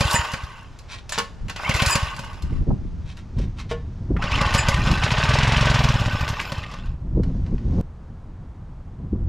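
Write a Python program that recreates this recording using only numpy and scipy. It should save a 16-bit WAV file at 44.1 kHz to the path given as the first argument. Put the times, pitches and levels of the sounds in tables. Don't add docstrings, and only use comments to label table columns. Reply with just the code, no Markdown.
import sys
import numpy as np
from scipy import signal
from scipy.fft import rfft, irfft
from scipy.io import wavfile
from scipy.ndimage import uniform_filter1d

SR = 44100
rng = np.random.default_rng(int(sys.argv[2]) if len(sys.argv) > 2 else 0)


def dump(signal):
    limited = np.clip(np.atleast_2d(signal).T, -1, 1)
    pcm = np.round(limited * 32767).astype(np.int16)
    wavfile.write(sys.argv[1], SR, pcm)


N = 409248
T = np.arange(N) / SR


# f/Hz, density/dB
TOWN = [(60, 2.5), (300, -6.5), (1000, -9), (1500, -16.5), (2500, -26.5), (6500, -35.5), (9000, -42.5),
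        (14000, -57.5)]
# t/s, level/dB
LEAVES = [(0.7, -60), (4.0, -62.5), (7.0, -84.5), (7.25, -60), (7.55, -62), (7.8, -55.5)]
# t/s, rumble/dB
BREEZE = [(0, -47.5), (1.3, -42.5), (3.1, -37), (4.5, -28), (5.4, -28.5), (6.5, -36), (7.1, -36.5),
          (8.3, -38)]
# start/s, length/s, build-up/s, rumble/dB, buffeting/dB
GUSTS = [(1.424, 0.041, 0.024, -28.5, -48), (2.434, 0.028, 0.0058, -23, -40),
         (2.512, 0.11, 0.014, -24, -34.5), (2.688, 0.042, 0.013, -20, -27.5),
         (2.8, 0.27, 0.016, -31.5, -47), (3.368, 0.12, 0.017, -25, -33.5), (4.11, 0.069, 0.049, -24.5, -29),
         (4.333, 0.079, 0.016, -30, -34), (4.798, .13, 0.044, -19.5, -31), (6.9, 0.041, 0.069, -26, -57),
         (7.182, 0.025, 0.073, -17.5, -26), (7.239, 0.252, 0.023, -25, -35),
         (7.53, 0.0099, .015, -18.5, -30), (7.662, .1, 0.068, -23, -27.5), (7.787, 0.013, 0.031, -25, -22),
         (9.005, 0.06, 0.022, -32, -39), (9.133, 0.026, 0.014, -22, -32), (9.236, 0.053, 0.053, -22, -38.5)]
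# f/Hz, density/dB
TURBULENCE = [(15, -17.5), (35, -18.5), (70, -19), (140, -18), (280, -25), (500, -37), (900, -47.5),
              (1300, -63)]
BREEZE_BUFFET_DB = -12.5
GUST_RELEASE_S = 0.021
CUT_S = 7.812

# f/Hz, level/dB
BLOCK = [(100, -30), (300, -5), (720, -2.5), (1000, -1.5), (2000, -1), (3800, -5.5), (5500, -8.5),
         (8000, -19), (10500, -24), (12500, -28.5), (13800, -39.5), (15500, -61.5)]
# f/Hz, width/Hz, level/dB
COVERS = [(598, 79, -4), (900, 130, -3.5), (1115, 70, -0.5), (1520, 60, -1.5), (2430, 51, -8),
          (2630, 45, -4), (2930, 210, -5)]
# start/s, end of pull/s, cord wound back/s, clatter/dB, treble/dB
PULLS = [(-.2, 0.138, 0.634, -24.5, -1.5), (1.554, 1.906, 2.58, -24.5, -2), (4.183, 4.567, 5.0, -23.5, -21)]
SPIN_UP_S, RUN_DOWN_DB_PER_S = 0.19, 53.5
SNAP_DB = 20.5
REWIND_DB, REWIND_EDGE_S = -51, 0.023
SLOW_TREBLE_DB = 2.5
TICK_RATE_HZ, TICK_DB = 22, -19

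# t/s, level/dB, delay of puff/s, treble of valve click/dB
TURNS = [(0.0112, -9.5, 0.045, -17), (.145, -13, 0.051, -35), (0.3391, -19.5, 0.1, -18.5),
         (1.697, -11, 0.055, -21.5), (1.8244, -10, 0.048, -17), (1.9578, -12, 0.075, -11),
         (2.195, -24.5, 0.14, -16.5), (4.2427, -17, 0.081, -35.5), (4.417, -11, 0.05, -23.5),
         (4.551, -9.5, 0.046, -20), (4.689, -9, 0.057, -16), (4.877, -14, 0.04, -53),
         (4.979, -18, 0.053, -44), (6.524, -18, 0.06, -21.5), (6.742, -28.5, 0.12, -26)]
VALVE_LEAD_S = 0.0044
INLET_DB, EXHAUST_DB, EXHAUST_TREBLE_DB = 5.5, -5.5, -20.5
# t/s, level/dB, treble/dB
CLICKS = [(0.069, -22.5, -23), (0.11, -13.5, -7), (0.317, -25.5, -8), (0.788, -31.5, -10.5),
          (1.093, -18.5, -10.5), (1.122, -17, -11), (1.184, -16.5, 5.5), (1.483, -20.5, -24.5),
          (1.496, -14, -20), (1.561, -14.5, -24.5), (1.74, -16.5, -11), (1.762, -12.5, -16),
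          (1.861, -14.5, -2.5), (2.164, -25.5, -12), (2.245, -34, -9), (2.422, -34, -5), (3.17, -30.5, -17),
          (3.385, -27, -20), (3.586, -25.5, -30.5), (3.599, -22.5, -24), (4.223, -11.5, -33.5),
          (4.316, -11, -29.5), (4.357, -13, -27.5), (4.539, -10, -13), (4.914, -9, -25), (5.843, -6, -27),
          (6.278, -10, -30), (6.288, -21, -11), (6.399, -11.5, -28), (6.411, -21.5, -14),
          (6.713, -21.5, -26), (7.233, -27, -24), (7.463, -31.5, -30), (7.58, -32.5, -40)]

# f/Hz, width/Hz, level/dB
DRUM = [(932, 52, -0.5), (1100, 75, 1.5), (1500, 90, -2.5), (2013, 29, -5), (2760, 45, -4.5),
        (2890, 27, -4.5)]
DRUM_DB, DRUM_FADE_DB_PER_S = -29.5, 41
# t/s, length/s, level/dB, spring twang/dB, share of free ring time
CHATTER = [(0.147, 0.013, -16, -20.5, 0.82), (1.121, 0.0043, -19, -59.5, 0.61),
           (1.897, 0.045, -15.5, -28.5, 0.38), (4.576, 0.015, -17.5, -33.5, 0.69)]
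# f/Hz, level/dB, t60/s
CUP = [(1770, -4, .09), (2520, -6, 0.12), (2890, -8.5, 0.12), (4950, -10, 0.2), (6930, -8, .16),
       (7060, -8, 0.2), (7706, -5, 0.08), (8860, -12, 0.08)]
# t/s, length/s, first f/Hz, last f/Hz, level/dB
WHIRS = [(1.635, 0.067, 1990, 2530, -28.5), (1.673, 0.019, 800, 1490, -25),
         (1.699, 0.018, 2720, 2910, -23.5), (4.192, .045, 762, 1610, -29.5),
         (4.31, 0.056, 2250, 3210, -29.5)]
# t/s, level/dB, centre f/Hz
CHIRPS = [(0.164, -16, 1950), (1.716, -18.5, 2150), (1.748, -19.5, 2100), (4.393, -19.5, 2160),
          (4.593, -15, 2510), (4.719, -22, 2080)]
CHIRP_HALF_S, CHIRP_FALL_PER_S = 0.004, 20
# t/s, level/dB, centre f/Hz
CLACKS = [(0.21, -21.5, 1700), (.241, -26, 2900), (0.335, -22, 1980), (1.592, -23, 1100),
          (1.796, -15.5, 2600), (1.955, -16.5, 1480), (2.079, -26, 2680), (4.164, -25, 1600),
          (4.219, -24.5, 1640), (4.351, -20, 2800), (4.523, -18, 1990), (4.739, -17, 2620),
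          (5.019, -26.5, 2820), (6.393, -19.5, 2430), (6.635, -28, 2390)]
# t/s, length/s, level/dB
RUSTLES = [(0.941, 0.091, -40), (1.152, 0.074, -35), (3.095, 0.075, -48), (3.19, 0.044, -47.5),
           (3.415, 0.081, -46.5), (3.603, 0.047, -43), (3.719, 0.034, -33)]
# t/s, level/dB, hardness f/Hz, hollow boom/dB
KNOCKS = [(1.179, -21, 8090, -7.5), (3.713, -30.5, 1397, 12.5)]
# f/Hz, level/dB, t60/s
HOUSING = [(207.5, -2, 0.36), (340, -4, 0.091), (468, -5, 0.17), (557, -3.5, 0.33), (900, 2.5, 0.13),
           (1090, 2.5, 0.2), (1426, 0, 0.14), (1755, 3, 0.24), (2020, -7.5, .18), (2900, -1, 0.16)]
# f/Hz, level/dB, t60/s
HOLLOW = [(469.6, 3, 0.16), (636, 6, 0.05)]
BOUNCES, BOUNCE_S, BOUNCE_DB = 4, 0.0065, -3
# t/s, level/dB, upper edge f/Hz
THUMPS = [(2.44, -32, 370), (2.528, -21, 447), (2.675, -15.5, 446), (2.711, -18, 900), (2.852, -24, 310),
          (3.4, -20, 400), (4.109, -14, 380), (4.162, -18.5, 420), (7.177, -13.5, 510), (7.2, -13, 410),
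          (7.544, -16.5, 340), (9.135, -13, 310)]
THUMP_HALF_S = 0.0055

# t/s, four-stroke cycles done
CRANK = [(4.96, -.9), (5.043, 0), (5.122, 1), (5.185, 2), (5.293, 4), (5.389, 6), (5.569, 10), (5.746, 14),
         (5.841, 16), (5.891, 17), (5.944, 18), (6.002, 19), (6.064, 20), (6.134, 21), (6.213, 22),
         (6.305, 23), (6.42, 23.9)]
# t/s, exhaust/dB, intake/dB
POWER = [(5.04, -10.5, -37), (5.2, -12.5, -25), (5.45, -10.5, -12), (5.75, -12, -10), (5.88, -14.5, -6),
         (6.07, -16, -11), (6.23, -19, -13), (6.33, -18.5, -20.5)]
# share of cycle, level/dB, low edge f/Hz, high edge f/Hz, t60/s
BLOWS = [(-0.225, -6.5, 500, 3740, 0.05), (-0.085, -6.5, 3010, 8960, 0.094), (-0.1, -7, 348, 3254, 0.047),
         (0.2, 2, 328, 720, 0.048), (0.251, -6.5, 1000, 3600, 0.06), (0.44, -6.5, 1510, 3550, 0.045),
         (0.598, -7.5, 820, 1700, 0.022)]
INTAKE_SHARE, INTAKE_LAG_S = 0.1466, 0.0048
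STROKE_SCATTER_DB, STROKE_JITTER_S = 0.8, 0.00056
CATCH_S, PICK_UP_S, STARVE_S, REST_S = 4.53, 0.36, 5.68, 6.97
RUN_DB, RUN_TREBLE_DB, COAST_TREBLE_DB, COAST_EXPONENT = -25.5, -8, -6, 1.02
THROB_DB = 0.5
# t/s, share of full strength
SQUEAL = [(5.4, 0), (5.8, .8), (6.42, 1), (6.62, 0)]
# t/s, side/dB
WIDTH = [(.2, 2), (.7, 3), (1.3, 4.5), (1.8, 2.5), (2.5, 4.5), (2.9, 4), (3.3, -8), (3.7, -24)]
TOP_HZ = 15400


def undb(db):
    return 10 ** (np.asarray(db) / 20)


def decibels(gain):
    return 20 * np.log10(gain + 1e-9)


def unit(x):
    return x / np.sqrt(np.mean(x ** 2))


def curve(rows):
    t_s, *columns = np.transpose(rows)
    return [np.interp(T, t_s, column) for column in columns]


def shape_db(points, hz):
    f_hz, db = np.transpose(points)
    return np.interp(np.log(hz + 1), np.log(f_hz), db)


def held(start_s, end_s, attack_s, release_s):
    before = np.minimum((T - start_s) / attack_s, 0)
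    after = np.maximum((T - end_s) / release_s, 0)
    return np.exp(np.maximum(before - after, -40))


def fade(t60_s):
    return np.exp(-np.log(1000) * T[:SR] / t60_s)


def convolve(x, response):
    return signal.fftconvolve(x, response)[:N]


def colour(x, points, size=1024):
    log_gain = shape_db(points, np.fft.rfftfreq(size, 1 / SR)) * np.log(10) / 20
    cepstrum = irfft(log_gain)
    cepstrum[1:size // 2] *= 2
    cepstrum[size // 2 + 1:] = 0
    response = irfft(np.exp(rfft(cepstrum)))
    return convolve(x, response / np.linalg.norm(response))


def cut(x, hz, kind, order=2):
    sos = signal.butter(order, np.minimum(hz, SR / 2 - 1), kind, fs=SR, output="sos")
    return signal.sosfilt(sos, x)


def resonate(x, hz, width_hz):
    return signal.lfilter(*signal.iirpeak(hz, hz / width_hz, fs=SR), x)


def ring(x, modes):
    t_s = T[:SR]
    return convolve(x, sum(undb(db) * fade(t60_s) * np.sin(2 * np.pi * hz * t_s) for hz, db, t60_s in modes))


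def tones(starts, sizes, hz, t60_s):
    out, decay = np.zeros(N + SR), fade(t60_s)[:int(t60_s * SR)]
    for i, size, f_hz in zip(starts, sizes, hz):
        out[i:i + len(decay)] += size * decay * np.sin(2 * np.pi * f_hz * T[:len(decay)])
    return out[:N]


def impulses(times_s, sizes):
    return np.bincount(np.clip(np.asarray(times_s) * SR, 0, N - 1).astype(int), sizes, N)


def walk(rate_hz):
    count = int(T[-1] * rate_hz) + 2
    return np.interp(T * rate_hz, np.arange(count), np.sqrt(3) * rng.uniform(-1, 1, count))


def grains(rate_hz, spread_db):
    sizes = undb(spread_db * np.minimum(rng.exponential(size=N), 5)) * rng.choice([-1, 1], N)
    return unit(sizes * (rng.random(N) < rate_hz / SR))


def pings(rate_hz, t60_s, low_hz, high_hz):
    when, pitch, strength = rng.random((int(rate_hz * T[-1]), 3)).T
    hz = low_hz * (high_hz / low_hz) ** pitch
    return unit(tones((when * N).astype(int), undb(6 * strength), hz, t60_s))


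def casing(x):
    covers = sum(undb(db) * resonate(x, hz, width_hz) for hz, width_hz, db in COVERS)
    return colour(x + covers, BLOCK)


def panels(x, t60_s, share):
    response = rng.standard_normal(SR) * fade(t60_s)
    return (x + share * convolve(x, response / np.linalg.norm(response))) / np.hypot(1, share)


def brighten(x, treble_db):
    top = signal.sosfiltfilt(signal.butter(2, 6800, "high", fs=SR, output="sos"), x)
    return x + (undb(treble_db) - 1) * top


def gas_pulse(kicks, width_s, lead=1):
    u = (T[:4097] - T[2048]) / width_s
    stretch = np.where(u < 0, lead, 1)
    u = u / stretch
    return signal.fftconvolve(kicks, -u * np.exp((1 - u ** 2) / 2) / stretch, "same")


def strokes(share, strength_db, lag_s=0):
    t_s, cycles = np.transpose(CRANK)
    times_s = np.interp(np.arange(np.ceil(cycles[-1])) + share, cycles, t_s) + lag_s
    late, strong = rng.standard_normal((len(times_s), 2)).T
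    db = np.interp(times_s, T, strength_db) + STROKE_SCATTER_DB * strong
    return impulses(times_s + STROKE_JITTER_S * late, undb(db))


def town():
    return undb(-51.0 + 1.0 * walk(1.1)) * colour(rng.standard_normal(N), TOWN)


def leaves():
    spectrum = [(700, 1.0), (1500, 8.0), (3000, 2.0), (6200, -0.5), (8000, -12.5), (12000, -27.0), (15000, -48.0)]
    hiss = colour(grains(rate_hz=4000, spread_db=1.0), spectrum)
    return undb(curve(LEAVES)[0] + 0.48 * walk(24)) * (T < CUT_S) * hiss


def gusts():
    rumble = undb(curve(BREEZE)[0]) ** 2
    buffet = rumble * undb(BREEZE_BUFFET_DB) ** 2
    for start_s, length_s, build_up_s, rumble_db, buffet_db in GUSTS:
        same_side_of_cut = (T < CUT_S) == (start_s < CUT_S)
        gust = held(start_s, start_s + length_s, build_up_s, GUST_RELEASE_S) * same_side_of_cut
        rumble = rumble + (gust * undb(rumble_db)) ** 2
        buffet = buffet + (gust * undb(buffet_db)) ** 2
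    return decibels(np.sqrt(rumble)), decibels(np.sqrt(buffet))


def wind():
    rumble_db, buffet_db = gusts()
    eddies, out = walk(45), 0
    for hz in np.geomspace(20, 1280, 13):
        reach = np.clip(np.log2(hz / 75) / 2, 0, 1.35)
        edges_hz = hz * 2 ** (np.array([-1, 1]) / 4)
        band = unit(cut(rng.standard_normal(N), edges_hz, "band", order=3))
        band_width_db = 10 * np.log10(hz * 0.39)
        db = rumble_db + reach * (buffet_db - rumble_db) + shape_db(TURBULENCE, hz) + band_width_db
        out = out + band * undb(db + 3.6 * reach * eddies - 2.0 * reach)
    return out


def pulled():
    for start_s, end_s, wound_s, db, treble_db in PULLS:
        spin_up = np.clip((T - start_s) / SPIN_UP_S + 0.067, 0, 1)
        spin = spin_up * undb(db - RUN_DOWN_DB_PER_S * np.maximum(T - end_s, 0))
        rewind = undb(REWIND_DB) * held(end_s, wound_s, REWIND_EDGE_S, REWIND_EDGE_S)
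        snap_db = SNAP_DB * held(end_s, end_s, attack_s=0.039, release_s=0.027)
        slow_db = SLOW_TREBLE_DB * rewind / (spin + rewind + 1e-9)
        yield np.hypot(spin, rewind), treble_db + snap_db + slow_db


def running():
    pick_up = np.sqrt(np.clip((T - CATCH_S) / PICK_UP_S, 0, 1))
    momentum = np.clip((REST_S - T) / (REST_S - STARVE_S), 0, 1)
    throb_db = THROB_DB * np.cos(2 * np.pi * curve(CRANK)[0])
    gain = pick_up * momentum ** COAST_EXPONENT * undb(RUN_DB + throb_db)
    return gain, RUN_TREBLE_DB + COAST_TREBLE_DB * (1 - momentum)


def clatter():
    gains, trebles_db = np.array([*pulled(), running()]).transpose(1, 0, 2)
    power = np.sum(gains ** 2, axis=0)
    treble_db = np.sum(gains ** 2 * trebles_db, axis=0) / (power + 1e-18)
    cycle_hz = uniform_filter1d(np.gradient(curve(CRANK)[0]) * SR, SR // 10)
    ragged = 1 / (1 + cycle_hz / 18)
    hail = grains(rate_hz=900, spread_db=2.3)
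    rattle = unit(casing(hail * undb(3.3 * ragged * walk(110))))
    tinkle = unit(casing(pings(rate_hz=220, t60_s=0.035, low_hz=850, high_hz=5600)))
    jingle = unit(casing(pings(rate_hz=250, t60_s=0.04, low_hz=6000, high_hz=13000)))
    tick_envelope = convolve(1. * (rng.random(N) < TICK_RATE_HZ / SR), fade(0.013))
    ticks = unit(cut(casing(tick_envelope * rng.standard_normal(N)), 6000, "high"))
    works = 0.92 * rattle + 0.88 * tinkle + undb(-16.5) * jingle + undb(TICK_DB) * ticks
    works = unit(panels(works, t60_s=0.035, share=0.65))
    return brighten(works, treble_db) * np.sqrt(power) * undb(-1.95)


def intake(kicks, width_s, airbox_db, lead, wander, t60_s):
    at = np.flatnonzero(kicks)
    hz = 549 * (1 + wander * rng.uniform(-0.85, 1, len(at)))
    airbox = tones(at, kicks[at], hz, t60_s) + ring(kicks, [(223, -12.0, 0.092)])
    return -gas_pulse(kicks, width_s, lead) + undb(airbox_db) * airbox


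def cranking():
    t_s, db, delay_s, _ = np.transpose(TURNS)
    gulps, puffs = impulses(t_s, undb(db)), impulses(t_s + delay_s, undb(db))
    slug = gas_pulse(puffs, width_s=0.0022)
    suck = intake(gulps, width_s=0.0015, airbox_db=-11.5, lead=1.1, wander=0.021, t60_s=0.12)
    return suck + 0.5 * slug + 0.47 * resonate(slug, 69, 49)


def clicks():
    inlet = [(s - VALVE_LEAD_S, db + INLET_DB, treble_db) for s, db, _, treble_db in TURNS]
    exhaust = [(s + delay_s - VALVE_LEAD_S, db + EXHAUST_DB, EXHAUST_TREBLE_DB) for s, db, delay_s, _ in TURNS]
    t_s, db, treble_db = np.transpose(CLICKS + inlet + exhaust)
    bright_db = db + np.minimum(treble_db + 18.5, 15)
    crack = fade(0.028) - fade(0.005)
    noise = rng.standard_normal(N)
    plain = casing(noise * convolve(impulses(t_s, undb(db)), crack + undb(-10.5) * fade(0.16)))
    bright = casing(noise * convolve(impulses(t_s, undb(bright_db)), crack + undb(-11.0) * fade(0.15)))
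    bright = panels(bright, t60_s=0.02, share=0.7)
    kicks = impulses(t_s, undb(db + 2 * rng.standard_normal(len(t_s))))
    cover = ring(kicks, [(hz, mode_db, 0.11) for hz, _, mode_db in DRUM])
    low = undb(-15.0) * cut(plain, 6074, "low", order=4)
    high = undb(-9) * cut(bright, 5100, "high", order=4)
    return low + high + undb(-28.5) * cover


def drum():
    ticking = cut(grains(rate_hz=350, spread_db=2.2), [800, 3200], "band", order=3)
    whir = unit(sum(undb(db) * resonate(ticking, hz, width_hz) for hz, width_hz, db in DRUM))
    spin = 0
    for _, end_s, wound_s, *_ in PULLS:
        run_down = undb(-DRUM_FADE_DB_PER_S * np.maximum(T - end_s, 0))
        spin = spin + held(end_s, wound_s, attack_s=0.061, release_s=0.03) * run_down
    return undb(DRUM_DB) * spin * whir


def pawls():
    out = 0
    for start_s, length_s, db, twang_db, ring_share in CHATTER:
        engaged = (T > start_s) & (T < start_s + length_s)
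        taps = undb(db) * engaged * grains(rate_hz=1500, spread_db=1.5)
        cup = [(hz * (1 + 0.002 * rng.standard_normal()), mode_db, t60_s * ring_share)
               for hz, mode_db, t60_s in CUP]
        spring = ring(impulses([start_s], [undb(twang_db)]), [(935.0, 0.0031, 0.36)])
        out = out + undb(-28.5) * ring(taps, cup) + undb(-19) * casing(taps) + spring
    return out


def cord():
    rasp, out = 0.62 + 0.7 * unit(cut(rng.standard_normal(N), 130, "low")), np.zeros(N)
    for start_s, length_s, first_hz, last_hz, db in WHIRS:
        u = np.linspace(0, 1, int(length_s * SR))
        span = int(start_s * SR) + np.arange(len(u))
        phase = 2 * np.pi * np.cumsum(first_hz * (last_hz / first_hz) ** u) / SR
        swell = np.sqrt(2 * np.abs(np.sin(np.pi * u)))
        out[span] += undb(db) * swell * rasp[span] * np.sin(phase)
    u = T[:2048] - T[1024]
    for centre_s, db, hz in CHIRPS:
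        span = int((centre_s + u[0]) * SR) + np.arange(len(u))
        phase = 2 * np.pi * hz * u * (1 - CHIRP_FALL_PER_S * u / 2)
        out[span] += undb(db) * np.exp(-(u / CHIRP_HALF_S) ** 2) * np.sin(phase)
    return out


def clacks():
    out = 0
    for s, db, hz in CLACKS:
        envelope = held(s + 0.002, s + 0.0083, attack_s=0.0014, release_s=0.0045)
        blow = undb(db) * envelope * rng.standard_normal(N)
        out = out + np.sqrt(SR / hz) * cut(blow, [hz * 0.66, hz * 1.25], "band")
    return 0.39 * out


def rustles():
    swell = sum(undb(db) * np.exp(-(2 * (T - s) / length_s) ** 2) for s, length_s, db in RUSTLES)
    fibres = panels(grains(rate_hz=900, spread_db=2.2) * undb(3.2 * walk(70)), t60_s=0.07, share=0.8)
    spectrum = [(300, -10.5), (1000, 7.0), (2500, 11.0), (6000, 1.5), (9000, -10.0), (12500, -27), (15000, -41.5)]
    return swell * colour(fibres, spectrum)


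def handle():
    cracks, kicks, booms, touch = 0, 0, 0, np.arange(BOUNCES)
    crack = fade(0.025) + undb(-10) * fade(0.14)
    for s, db, hard_hz, hollow_db in KNOCKS:
        kick = impulses([s], [undb(db)])
        touches = impulses(s + BOUNCE_S * touch, undb(db + BOUNCE_DB * touch))
        noise = convolve(touches, crack) * rng.standard_normal(N)
        cracks = cracks + cut(noise, hard_hz, "low", order=1)
        kicks, booms = kicks + kick, booms + undb(hollow_db) * kick
    shell = undb(-6.5) * ring(kicks, HOUSING) + undb(-5.5) * ring(booms, HOLLOW)
    shell = panels(shell, t60_s=0.06, share=0.6)
    return 0.85 * shell + undb(-3.0) * casing(cracks) + undb(-1.5) * cut(cracks, [150, 700], "band")


def thumps():
    out = 0
    for s, db, hz in THUMPS:
        air = unit(cut(cut(rng.standard_normal(N), hz, "low", order=6), hz / 6, "high"))
        out = out + undb(db) * np.exp(-((T - s) / THUMP_HALF_S) ** 2) * air
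    return undb(-5.5) * out


def valve_gear():
    exhaust_db, out = curve(POWER)[0] - 4 * np.clip((T - 5.75) / 0.2, 0, 1), 0
    for share, db, low_hz, high_hz, t60_s in BLOWS:
        kicks, burst = strokes(share, exhaust_db + db), fade(t60_s) * (1 - fade(0.0068))
        thud = cut(convolve(kicks, burst * rng.standard_normal(SR)), 770, "low")
        spit = cut(convolve(kicks, burst) * grains(rate_hz=6000, spread_db=0.7), 850, "high")
        out = out + cut(thud + spit * undb(2.2 * walk(60)), [low_hz, high_hz], "band")
    return 0.96 * casing(out)


def firing():
    exhaust_db, intake_db = curve(POWER)
    slug = gas_pulse(strokes(0, exhaust_db), width_s=0.0016)
    boom = 0.6 * slug + 0.47 * resonate(slug, 110, 70) + 1.08 * resonate(slug, 76, 38)
    gulps = strokes(INTAKE_SHARE, intake_db, INTAKE_LAG_S)
    suck = intake(gulps, width_s=0.0017, airbox_db=-15.5, lead=1.63, wander=0.1, t60_s=0.04)
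    return cut(boom, 32, "high", order=1) + 1.06 * suck


def squeal():
    hiss = unit(cut(rng.standard_normal(N), [12200, 12500], "band", order=1))
    swell_db = 5 * np.cos(2 * np.pi * curve(CRANK)[0])
    return undb(-62.5 + swell_db + 3.0 * walk(25)) * curve(SQUEAL)[0] * hiss


def yard(x, t60_s, tail_db, top_hz):
    tail = (fade(t60_s) + undb(tail_db) * fade(1.7)) * (T[:SR] > 0.004)
    response = cut(rng.standard_normal(SR) * tail, top_hz, "low", order=1)
    return convolve(x, cut(response / np.linalg.norm(response), 220, "high", order=1))


def scene():
    machine = cranking() + firing() + valve_gear() + clatter() + cord() + drum()
    machine = machine + clicks() + clacks() + pawls() + handle() + rustles() + squeal()
    near_echo = undb(-13.5) * yard(machine, t60_s=0.25, tail_db=-28.5, top_hz=5000)
    mid = machine + near_echo + wind() + thumps() + leaves() + town()
    lag = -undb(-10) * np.gradient(machine)
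    echoes = yard(machine, t60_s=0.09, tail_db=-38.5, top_hz=13660)
    side = lag + undb(-15.5) * echoes + undb(-11.5) * wind() + undb(-11.5) * town()
    sparkle = undb(-4) * cut(echoes, 12000, "high", order=8)
    side = side * undb(curve(WIDTH)[0]) + sparkle
    return np.array([mid + side, mid - side])


def record(dry):
    ceiling = 0.85
    rounded = ceiling * np.tanh(dry / ceiling)
    return signal.sosfilt(signal.ellip(8, 0.2, 70, TOP_HZ, fs=SR, output="sos"), rounded)


dry = scene()
out = record(dry)
dump(out)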